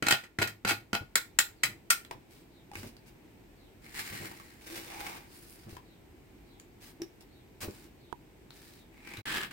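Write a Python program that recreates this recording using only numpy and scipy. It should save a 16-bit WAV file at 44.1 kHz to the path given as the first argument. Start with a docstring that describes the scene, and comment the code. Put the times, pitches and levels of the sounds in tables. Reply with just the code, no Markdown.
"""A steel trowel scrapes and chops wet mortar close to the microphones, at the foot of a brick course in a yard.
Bursts of cracking sand grains ring its blade; hands and stone chips rub and click on the gritty ground.
Low thuds and short rumbles of the ground, wavering tones with crumbling grains, lie under soft blows and rubs.
Near walls answer with a slap and a short noise tail; a small bird, falling warbled tones, chirps far off.
A low background rumble of filtered noise lies under it all; near the end the level dips briefly."""
import sys
import numpy as np
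from scipy import signal
from scipy.fft import rfft, irfft, next_fast_len
from scipy.io import wavfile

SR = 44100
rng = np.random.default_rng(int(sys.argv[2]) if len(sys.argv) > 2 else 0)


def store_wav(level_fs):
    """Save 16-bit WAV to argv[1]."""
    pcm = np.round(np.clip(np.atleast_2d(level_fs), -1, 1) * 32767)
    wavfile.write(sys.argv[1], SR, pcm.T.astype(np.int16))


N = 419832  # length in samples


def undb(db):
    """Decibels to gain."""
    return 10 ** (np.asarray(db) / 20)


def seconds(length):
    """Time axis of a sound, in seconds."""
    return np.arange(int(length * SR)) / SR


def level(x, db, span):
    """Scale x so that its energy per channel, spread over span seconds, has this level."""
    mean_energy = np.mean(np.sum(x ** 2, axis=-1))
    return x * undb(db) / np.sqrt(mean_energy / (span * SR))


def walk(count, rate):
    """Smooth random wander with a spread near 1, with rate turning points a second."""
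    knots = rng.standard_normal(int(count * rate / SR) + 2)
    return np.interp(np.arange(count) * rate / SR, np.arange(len(knots)), knots)


def two_ears(mid, side, split_hz):
    """Left and right microphones from two unrelated signals: alike in the bass, less alike in the treble."""
    highpass = signal.butter(1, split_hz, "high", fs=SR, output="sos")
    side = .2 * side + .8 * signal.sosfilt(highpass, side)
    return np.array([mid + side, mid - side])


def body(x, spectrum, modes=(), tilt_db=0):
    """Causal filter: a broad spectrum, tilted about 2 kHz (dB per octave), with ringing resonances on top."""
    size = next_fast_len(x.shape[-1] // 2 + 4096) * 2
    f = np.maximum(np.fft.rfftfreq(size, 1 / SR), 1)
    hz, db = np.transpose(spectrum)
    broad_db = np.interp(np.log(f), np.log(hz), db)
    broad_db = broad_db + tilt_db * np.log2(np.maximum(f, 300) / 2000)
    peaks = 1 + sum(undb(2 * peak_db) / (1 + (2 * (f - centre) / width) ** 2)
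                    for centre, width, peak_db in modes)
    # folding the cepstrum gives minimum phase: the response starts at once and then rings
    cepstrum = irfft(np.log(undb(broad_db) * np.sqrt(peaks)))
    cepstrum[1:size // 2] *= 2
    cepstrum[size // 2 + 1:] = 0
    return irfft(rfft(x, size) * np.exp(rfft(cepstrum)))


# Bearing of the work: t/s, head start of the left microphone/s
BEARING = [(0, 0), (1.7, .0001), (2.1, .0004), (2.7, .0001), (3.8, .00043), (5.6, .00043), (6.2, -.0001),
           (7.6, 0)]


def add(out, s, x, pan_db=0):
    """Place a sound in the stereo field at time s, the right delayed by the bearing; pan_db is left over right."""
    lead = np.interp(s, *np.transpose(BEARING))
    sides = undb(np.array([pan_db, -pan_db]) / 2)
    gains = sides / np.sqrt(np.mean(sides ** 2))
    for channel, sound, gain, at in zip(out, x, gains, (s, s + lead)):
        start = max(int(at * SR), 0)
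        sound = sound[:N - start]
        channel[start:start + len(sound)] += gain * sound


# Background rumble and hiss, broad spectrum: f/Hz, relative level/dB
AIR = [(20, -30.5), (30, -12.5), (42, -1.5), (70, -7), (108, -6), (190, -10), (340, -7), (560, -20.5),
       (850, -20.5), (1200, -30), (2300, -26.5), (3200, -33), (6500, -40), (8500, -37.5), (10500, -46),
       (13000, -37), (16000, -41.5)]
# Course of the background level as heard at the microphones, before its slight wavering: t/s, level/dB
BACKGROUND_LEVEL = [(0, -63), (1, -58.5), (3, -56), (9.52, -56.5)]


def air():
    """Low background rumble under a faint hiss: filtered noise, quieter at the start and gently wavering."""
    db = np.interp(np.arange(N) / SR, *np.transpose(BACKGROUND_LEVEL)) + 0.29 * walk(N, 3.7)
    noise = two_ears(*rng.standard_normal((2, N)), 600)
    return level(body(noise, AIR)[:, :N], 0, N / SR) * undb(db)


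def grit(count, rate, spread_db, width=0.9):
    """Sand grains cracking at random, rate a second: many small, a few large, scattered to both sides."""
    chance, size, sign = rng.random((count, 2, 3)).T
    cracks = chance < rate / SR
    strength = undb(-spread_db * np.log(np.maximum(size, .01)))
    mid, side = cracks * np.sign(sign - .5) * strength
    return two_ears(mid, width * side, 980)


def crunch(decay, spread_db=2):
    """A contact on grit: a burst of grains that dies away with this time constant in seconds."""
    t = seconds(8 * decay)
    onset = np.minimum(t / (0.44 * decay), 1)
    return grit(len(t), 30000, spread_db) * onset * np.exp(-t / decay)


def press(rise, length, release=0.13):
    """The pressure of one stroke: it builds, eases and dies off (all times in seconds)."""
    t = seconds(2 * length)
    building = np.minimum(t / rise, 1) ** 0.59
    easing = np.exp(-.8 * np.maximum(t - rise, 0) / length)
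    return building * easing * np.exp(-np.maximum(t / length - .85, 0) / release)


def stroke(pressure, rate, spread_db, catch_db):
    """A sliding contact: grains follow the pressure, while the surface catches and slips."""
    catching = undb(catch_db * walk(len(pressure), 137.7))
    return grit(len(pressure), rate, spread_db) * pressure * catching


# Crumbling ground, broad spectrum: f/Hz, relative level/dB
GROUND = [(20, -43), (40, -21), (70, -16.5), (110, 0), (170, -5.5), (280, -2.5), (450, -11.5), (800, -19),
          (1500, -28), (8000, -61.5)]


def thud(decay, hz, crumble_db):
    """The ground rings briefly, a little unsteady in pitch, while loose stuff crumbles."""
    crumble = level(body(crunch(decay), GROUND), crumble_db, 0.92)
    t = np.arange(crumble.shape[1]) / SR
    phase = 2 * np.pi * hz * np.cumsum(1 + .05 * walk(len(t), 200)) / SR
    ring = level(np.sin(phase) * np.exp(-t / decay), 0, 1)
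    return crumble + ring


# Resonances of the steel blade, before each contact varies them:
# f/Hz, width/Hz (at least 1 % of f is used), level over the broad spectrum/dB
BLADE_MODES = [(1394, 45, 10.5), (1445, 11, 12), (1894, 110, 3), (2226, 61, 6), (2575, 81, 7.5),
               (3160, 95, 6.5), (3596, 7.3, 6), (4077, 65, 10.5), (4820, 180, 4), (6340, 50, 1.5),
               (7760, 300, 5.5), (8300, 350, 3.5), (10550, 83, -3.5), (12950, 1200, 4)]


def blade_ring(drive_db=0):
    """The blade's resonances for one contact: its place weights them afresh, wet mortar loads and damps them."""
    chance = rng.standard_normal((len(BLADE_MODES), 2))
    modes = []
    for (hz, width, db), (load, place) in zip(BLADE_MODES, chance):
        driven_db = db + drive_db * (hz < 5000) + 2 * place
        modes.append((hz * (1 + .004 * load), max(width, .01 * hz), driven_db))
    return modes


# Blade striking grit and stone: t/s, level/dB, crunch time constant/s, hardness (0-1), favoured f/Hz
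BLOWS = [(0.066, -22.5, 0.0049, 0.3, 4170), (0.0836, -17.5, 0.0036, 0.63, 2580),
         (0.1069, -14.5, 0.0081, .6, 1530), (0.123, -19, 0.0036, 0.31, 3200),
         (0.2347, -42.5, 0.011, 0.26, 1870), (0.4148, -21.5, 0.01, 0.23, 2520),
         (0.472, -32, 0.0087, 0.82, 1900), (0.6818, -21.5, 0.019, 0.93, 2570),
         (0.712, -29, 0.00099, 0.09, 1860), (0.952, -34.5, 0.0024, .3, 1990),
         (1.1551, -15, 0.0033, 0.74, 7700), (1.3872, -12, 0.0042, 1, 7300),
         (1.6329, -16, 0.0073, 0.76, 2000), (1.9011, -12.5, 0.0083, 1, 8660),
         (2.0482, -47, 0.0024, 0.5, 3420)]
# Trowel landing in mortar and dragging on: t/s, landing level/dB, drag length/s, drag level/dB
SCOOPS = [(0.0237, -25, 0.13, -35), (0.3863, -25, 0.055, -32), (0.6486, -24.5, 0.069, -30),
          (0.93, -24, 0.039, -32.5)]
# Blade, broad spectrum: f/Hz, relative level/dB
BLADE = [(100, -20.5), (400, -12), (800, -9), (1100, -6.5), (1500, -2.5), (2400, -3), (3600, -9),
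         (6000, -7.5), (10000, -12.5), (16000, -18.5)]
# Mortar bed ringing under a dragged blade: f/Hz, width/Hz, level over the broad spectrum/dB
DRAG_MODES = [(440, 75, 8.5), (692.5, 20, 15), (810, 110, 11.5)]
LANDING_S, LANDING_HZ, LANDING_HARDNESS = .0042, 2010, 0.11  # crunch time constant, favoured f, 0-1
# (in soft mortar, on bare stone): a harder contact is brighter and moves the ground less
BLOW_TILT_DB, BLOW_THUD_DB = (-4, 1.4), (-3, -35.5)  # per octave; against the blow
# one bounce, its gain then multiplied by the hardness: delay, level against the blow, time constant
REBOUND_S, REBOUND_DB, REBOUND_DECAY_S = 0.018, -15.5, 0.0033


def trowel_blows():
    """Grit crunches ring the blade; the point of contact favours one range, and each blow thumps the ground."""
    out = np.zeros((2, N))
    landings = [(s, db, LANDING_S, LANDING_HARDNESS, LANDING_HZ) for s, db, _, _ in SCOOPS]
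    for s, db, decay, hardness, hz in landings + list(BLOWS):
        tilt_db = np.interp(hardness, [0, 1], BLOW_TILT_DB)
        thud_db = np.interp(hardness, [0, 1], BLOW_THUD_DB)
        modes = blade_ring() + [(hz, 0.072 * hz, 10.5)]  # last: the favoured range
        strike = body(crunch(decay, spread_db=1.5), BLADE, modes, tilt_db)
        rebound = body(crunch(REBOUND_DECAY_S), BLADE, modes)
        add(out, s, level(strike, db, 0.0042))
        add(out, s, level(thud(0.0055, hz=284, crumble_db=4.5), db + thud_db, 0.0086))
        add(out, s + REBOUND_S, hardness * level(rebound, db + REBOUND_DB, 0.0013))
    return out


def trowel_drags(drive_db=4):
    """Sliding friction feeds the sharp resonances of the steel (below 5 kHz) more than a blow does."""
    out = np.zeros((2, N))
    for s, _, length, db in SCOOPS:
        drag = stroke(press(.65 * length, length), rate=1500, spread_db=4, catch_db=4)
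        modes = blade_ring(drive_db) + DRAG_MODES
        add(out, s, level(body(drag, BLADE, modes, tilt_db=-1.5), db, length))
    return out


# The yard's answer, broad spectrum: f/Hz, relative level/dB
ECHO = [(100, -5), (500, -1), (1500, -3), (4000, -3), (8000, -7.5), (16000, 2)]


def yard(dry, echo_db=-5, t60_s=0.23, treble_t60_s=0.22, slap_db=-11):
    """Direct sound, a quick slap from the wall behind the work, then a short tail whose treble dies first."""
    t = seconds(.4)
    noise = two_ears(*rng.standard_normal((2, len(t))), 700)
    low = signal.sosfiltfilt(signal.butter(2, 3000, fs=SR, output="sos"), noise)
    fading = low * undb(-60 * t / t60_s) + (noise - low) * undb(-60 * t / treble_t60_s)
    onset = np.clip((t - .003) / 0.0034, 0, 1)
    tail = level(body(fading * onset, ECHO), echo_db, 1 / SR)
    slap_shape = np.exp(-((t - .015) / 0.011) ** 2)
    slap = level(body(noise * slap_shape, ECHO), slap_db, 1 / SR)
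    return dry + signal.fftconvolve(dry, tail + slap, axes=1)[:, :N]


# Low thuds and short rumbles of the ground, under soft blows and rubs:
# t/s, level/dB, time constant/s, pitch f/Hz, crumbling roughly against the ring/dB
THUDS = [(0.389, -34, 0.065, 103, -3), (0.653, -33.5, .08, 111, -8), (1.01, -39, 0.012, 99, -5),
         (1.646, -39, 0.09, 121.5, -4), (2.11, -44, .004, 710, 0), (2.15, -47, .015, 126, -4),
         (2.761, -40, 0.052, 100, -3), (2.83, -39, 0.027, 238, 2), (4.11, -40.5, 0.033, 105.6, 3),
         (4.2, -37.5, 0.043, 100.4, 5), (4.699, -42, .12, 336, -3), (5.665, -42, 0.019, 114, -2),
         (5.726, -44, 0.013, 91, -3.5), (7.0, -41.5, 0.018, 344, -8), (7.018, -36, 0.0062, 350, -13),
         (7.626, -37.5, 0.021, 205, 11), (7.677, -38.5, 0.011, 84, -9), (7.683, -37, 0.0043, 397, 3),
         (9.18, -40.5, 0.018, 109, -8), (9.26, -41, 0.25, 116, 9)]


def ground_thuds():
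    """Low thuds and short rumbles: the ground rings and crumbles under soft blows and rubs."""
    out = np.zeros((2, N))
    for s, db, decay, hz, crumble_db in THUDS:
        add(out, s, level(thud(decay, hz, crumble_db), db, .01))
    return out


# Distant chirps: start t/s
CHIRPS = [1.55, 2.49, 3.555, 5.825, 6.445, 7.285, 7.975, 8.716]


def bird(db=-74):
    """Falling, warbled chirps, smeared by their long way to the microphones."""
    out = np.zeros((2, N))
    t, tail = seconds(.14), seconds(.3)
    for s in CHIRPS:
        hz = np.interp(t, [0, t[-1]], [4500, 3200]) * (1 + .09 * walk(len(t), 300))
        chirp = np.sin(2 * np.pi * np.cumsum(hz) / SR) * np.sqrt(np.sin(np.pi * t / .14))
        smear = rng.standard_normal((2, len(tail))) * np.exp(-tail / 0.029)
        add(out, s, level(signal.fftconvolve(chirp[None], smear), db, 0.19))
    return out


# Small clicks of stone on stone: t/s, level/dB, ring f/Hz
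CHIPS = [(2.1102, -34.5, 1000), (2.7145, -44, 820), (2.734, -47.5, 1050), (2.7539, -37, 2400),
         (2.831, -45.5, 1930), (2.966, -54, 4500), (3.8629, -48.5, 2220), (4.2472, -45, 1420),
         (4.313, -42.5, 900), (4.398, -46, 1100), (5.0644, -37, 2210), (5.7666, -41.5, 1000),
         (6.5975, -49, 7130), (7.0178, -39.5, 5600), (8.505, -48, 4060), (9.0727, -43, 2250),
         (9.136, -41, 2250), (9.17, -42.5, 4000)]
# Sand and small stones, broad spectrum: f/Hz, relative level/dB
SAND = [(100, 1), (350, 4.5), (600, -8), (850, -1.5), (1200, -4), (2300, -3), (3300, -9), (4800, -9),
        (6400, -14), (9000, -12), (11000, -17.5), (16000, -17.5)]


def stone_chips():
    """A tiny crunch rings each stone; smaller, higher stones click brighter."""
    out = np.zeros((2, N))
    for s, db, hz in CHIPS:
        tilt_db = np.interp(np.log(hz), np.log([800, 7000]), [-1, 1.5])
        click = body(crunch(0.0031), SAND, [(hz, 0.087 * hz, 15.5)], tilt_db)
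        add(out, s, level(click, db, 0.005))
    return out


def rub(pressure, hz, peak_db, tilt_db, more_modes=(), count=3):
    """Several points of contact catch at random; each shares the main resonance and rings a stone of its own."""
    out = 0
    width = 0.4 * hz * undb(-.7 * peak_db)  # a stronger resonance is also narrower
    for octaves in rng.uniform(0, 2.795, count):
        stone_hz = 1200 * 2 ** octaves
        grains = stroke(pressure, rate=2200, spread_db=4, catch_db=3.5)
        modes = [(hz, width, peak_db), (stone_hz, 0.041 * stone_hz, 7), *more_modes]
        out = out + body(grains, SAND, modes, tilt_db)
    return out


# Brief rubs of hands and mortar over grit: t/s, length/s, level/dB
RUBS = [(2.286, 0.16, -64), (2.735, 0.17, -53), (3.057, .046, -61.5), (5.259, 0.45, -60.5),
        (5.68, 0.1, -58.5), (6.802, .12, -56), (7.204, 0.026, -58.5), (7.604, 0.049, -41.5),
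        (7.631, 0.25, -59), (8.503, .33, -60)]


def hand_rubs():
    """Hands and mortar slide over grit, each stroke building quickly and easing off."""
    out = np.zeros((2, N))
    for s, length, db in RUBS:
        sound = rub(press(0.22 * length, length), hz=4850, peak_db=-2, tilt_db=2.7)
        add(out, s, level(sound, db, length))
    return out


# Long scrapes of a stone chip over the ground, one curve each: t/s, level before the overall gain/dB
SCRAPES = [
    [(3.8, -79), (3.832, -61.5), (3.926, -55), (3.952, -41.5), (4.002, -39), (4.028, -45.5), (4.256, -44.5),
     (4.288, -52), (4.6, -63)],
    [(4.6, -62.5), (4.708, -46), (4.736, -48.5), (4.776, -42), (4.824, -50), (4.88, -48)],
    [(4.88, -49), (5.078, -42.5), (5.178, -51), (5.184, -56.5), (5.28, -63)],
    [(8.92, -69), (9.106, -50), (9.184, -50.5), (9.21, -56)],
    [(9.255, -40), (9.263, -36.5), (9.379, -35), (9.401, -43), (9.439, -40), (9.503, -69), (9.511, -46),
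     (9.52, -50)],
]
# What rings in each scrape: f/Hz, level/dB, tilt/dB per octave, second f/Hz, its level/dB
SCRAPERS = [(2000, 6, 2, 480, -8), (2170, -1, 2.35, 540, 12), (2300, 4.5, 1.64, 796, 14),
            (2280, 13.5, 0, 480, -6), (1700, 13.5, 0.7, 3250, 9)]


def scraping(gain_db=1):
    """A stone chip is pushed over the gritty ground, as loud as the hand presses."""
    out = np.zeros((2, N))
    for curve, (hz, peak_db, tilt_db, second_hz, second_db) in zip(SCRAPES, SCRAPERS):
        times, db = np.transpose(curve)
        t = times[0] + seconds(times[-1] - times[0])
        pressure = undb(np.interp(t, times, db))
        second_mode = (second_hz, 0.27 * second_hz, second_db)
        sound = rub(pressure, hz, peak_db, tilt_db, [second_mode])
        add(out, times[0], level(sound, gain_db, np.sum(pressure ** 2) / SR))
    return out


def crackle(db=-58):
    """Sparse sharp snaps crackle as a sleeve or plastic sheet is crumpled."""
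    out = np.zeros((2, N))
    grains = stroke(press(.16, .3), rate=130, spread_db=4, catch_db=2)
    add(out, 5.3, level(body(grains, SAND, [(10200, 3000, 11.0)], tilt_db=7.5), db, 0.17))
    return out


def near_tick(at_s=8.1268):
    """One dry tick close to the right microphone, too near to stir the yard: a crunch and two short thuds."""
    out = np.zeros((2, N))
    tick = body(crunch(0.0012), SAND, [(960, 62, 13.6)], tilt_db=-2.0)
    add(out, at_s, level(tick, db=-37.5, span=0.0042), pan_db=-20)
    add(out, at_s, level(thud(0.0013, hz=420, crumble_db=-0.5), db=-35.5, span=0.0058), pan_db=-14)
    add(out, at_s, level(thud(0.012, hz=940, crumble_db=-12), db=-41.0, span=0.0046), pan_db=-20)
    return out


def scene():
    """The work and the bird with the yard's answer, then the close tick and the background without it."""
    trowel = trowel_blows() + trowel_drags()
    handwork = ground_thuds() + stone_chips() + hand_rubs() + scraping() + crackle()
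    return yard(trowel + handwork + bird()) + near_tick() + air()


def record(dry):
    """The sound drops out for a moment near the end; the treble above 15.9 kHz is cut."""
    dropout = np.interp(np.arange(N) / SR, [9.212, 9.22, 9.253, 9.258], [1, .005, .005, 1])
    lowpass = signal.ellip(10, .2, 70, 15900, fs=SR, output="sos")
    return signal.sosfilt(lowpass, dry * dropout)


dry = scene()
out = record(dry)
store_wav(out)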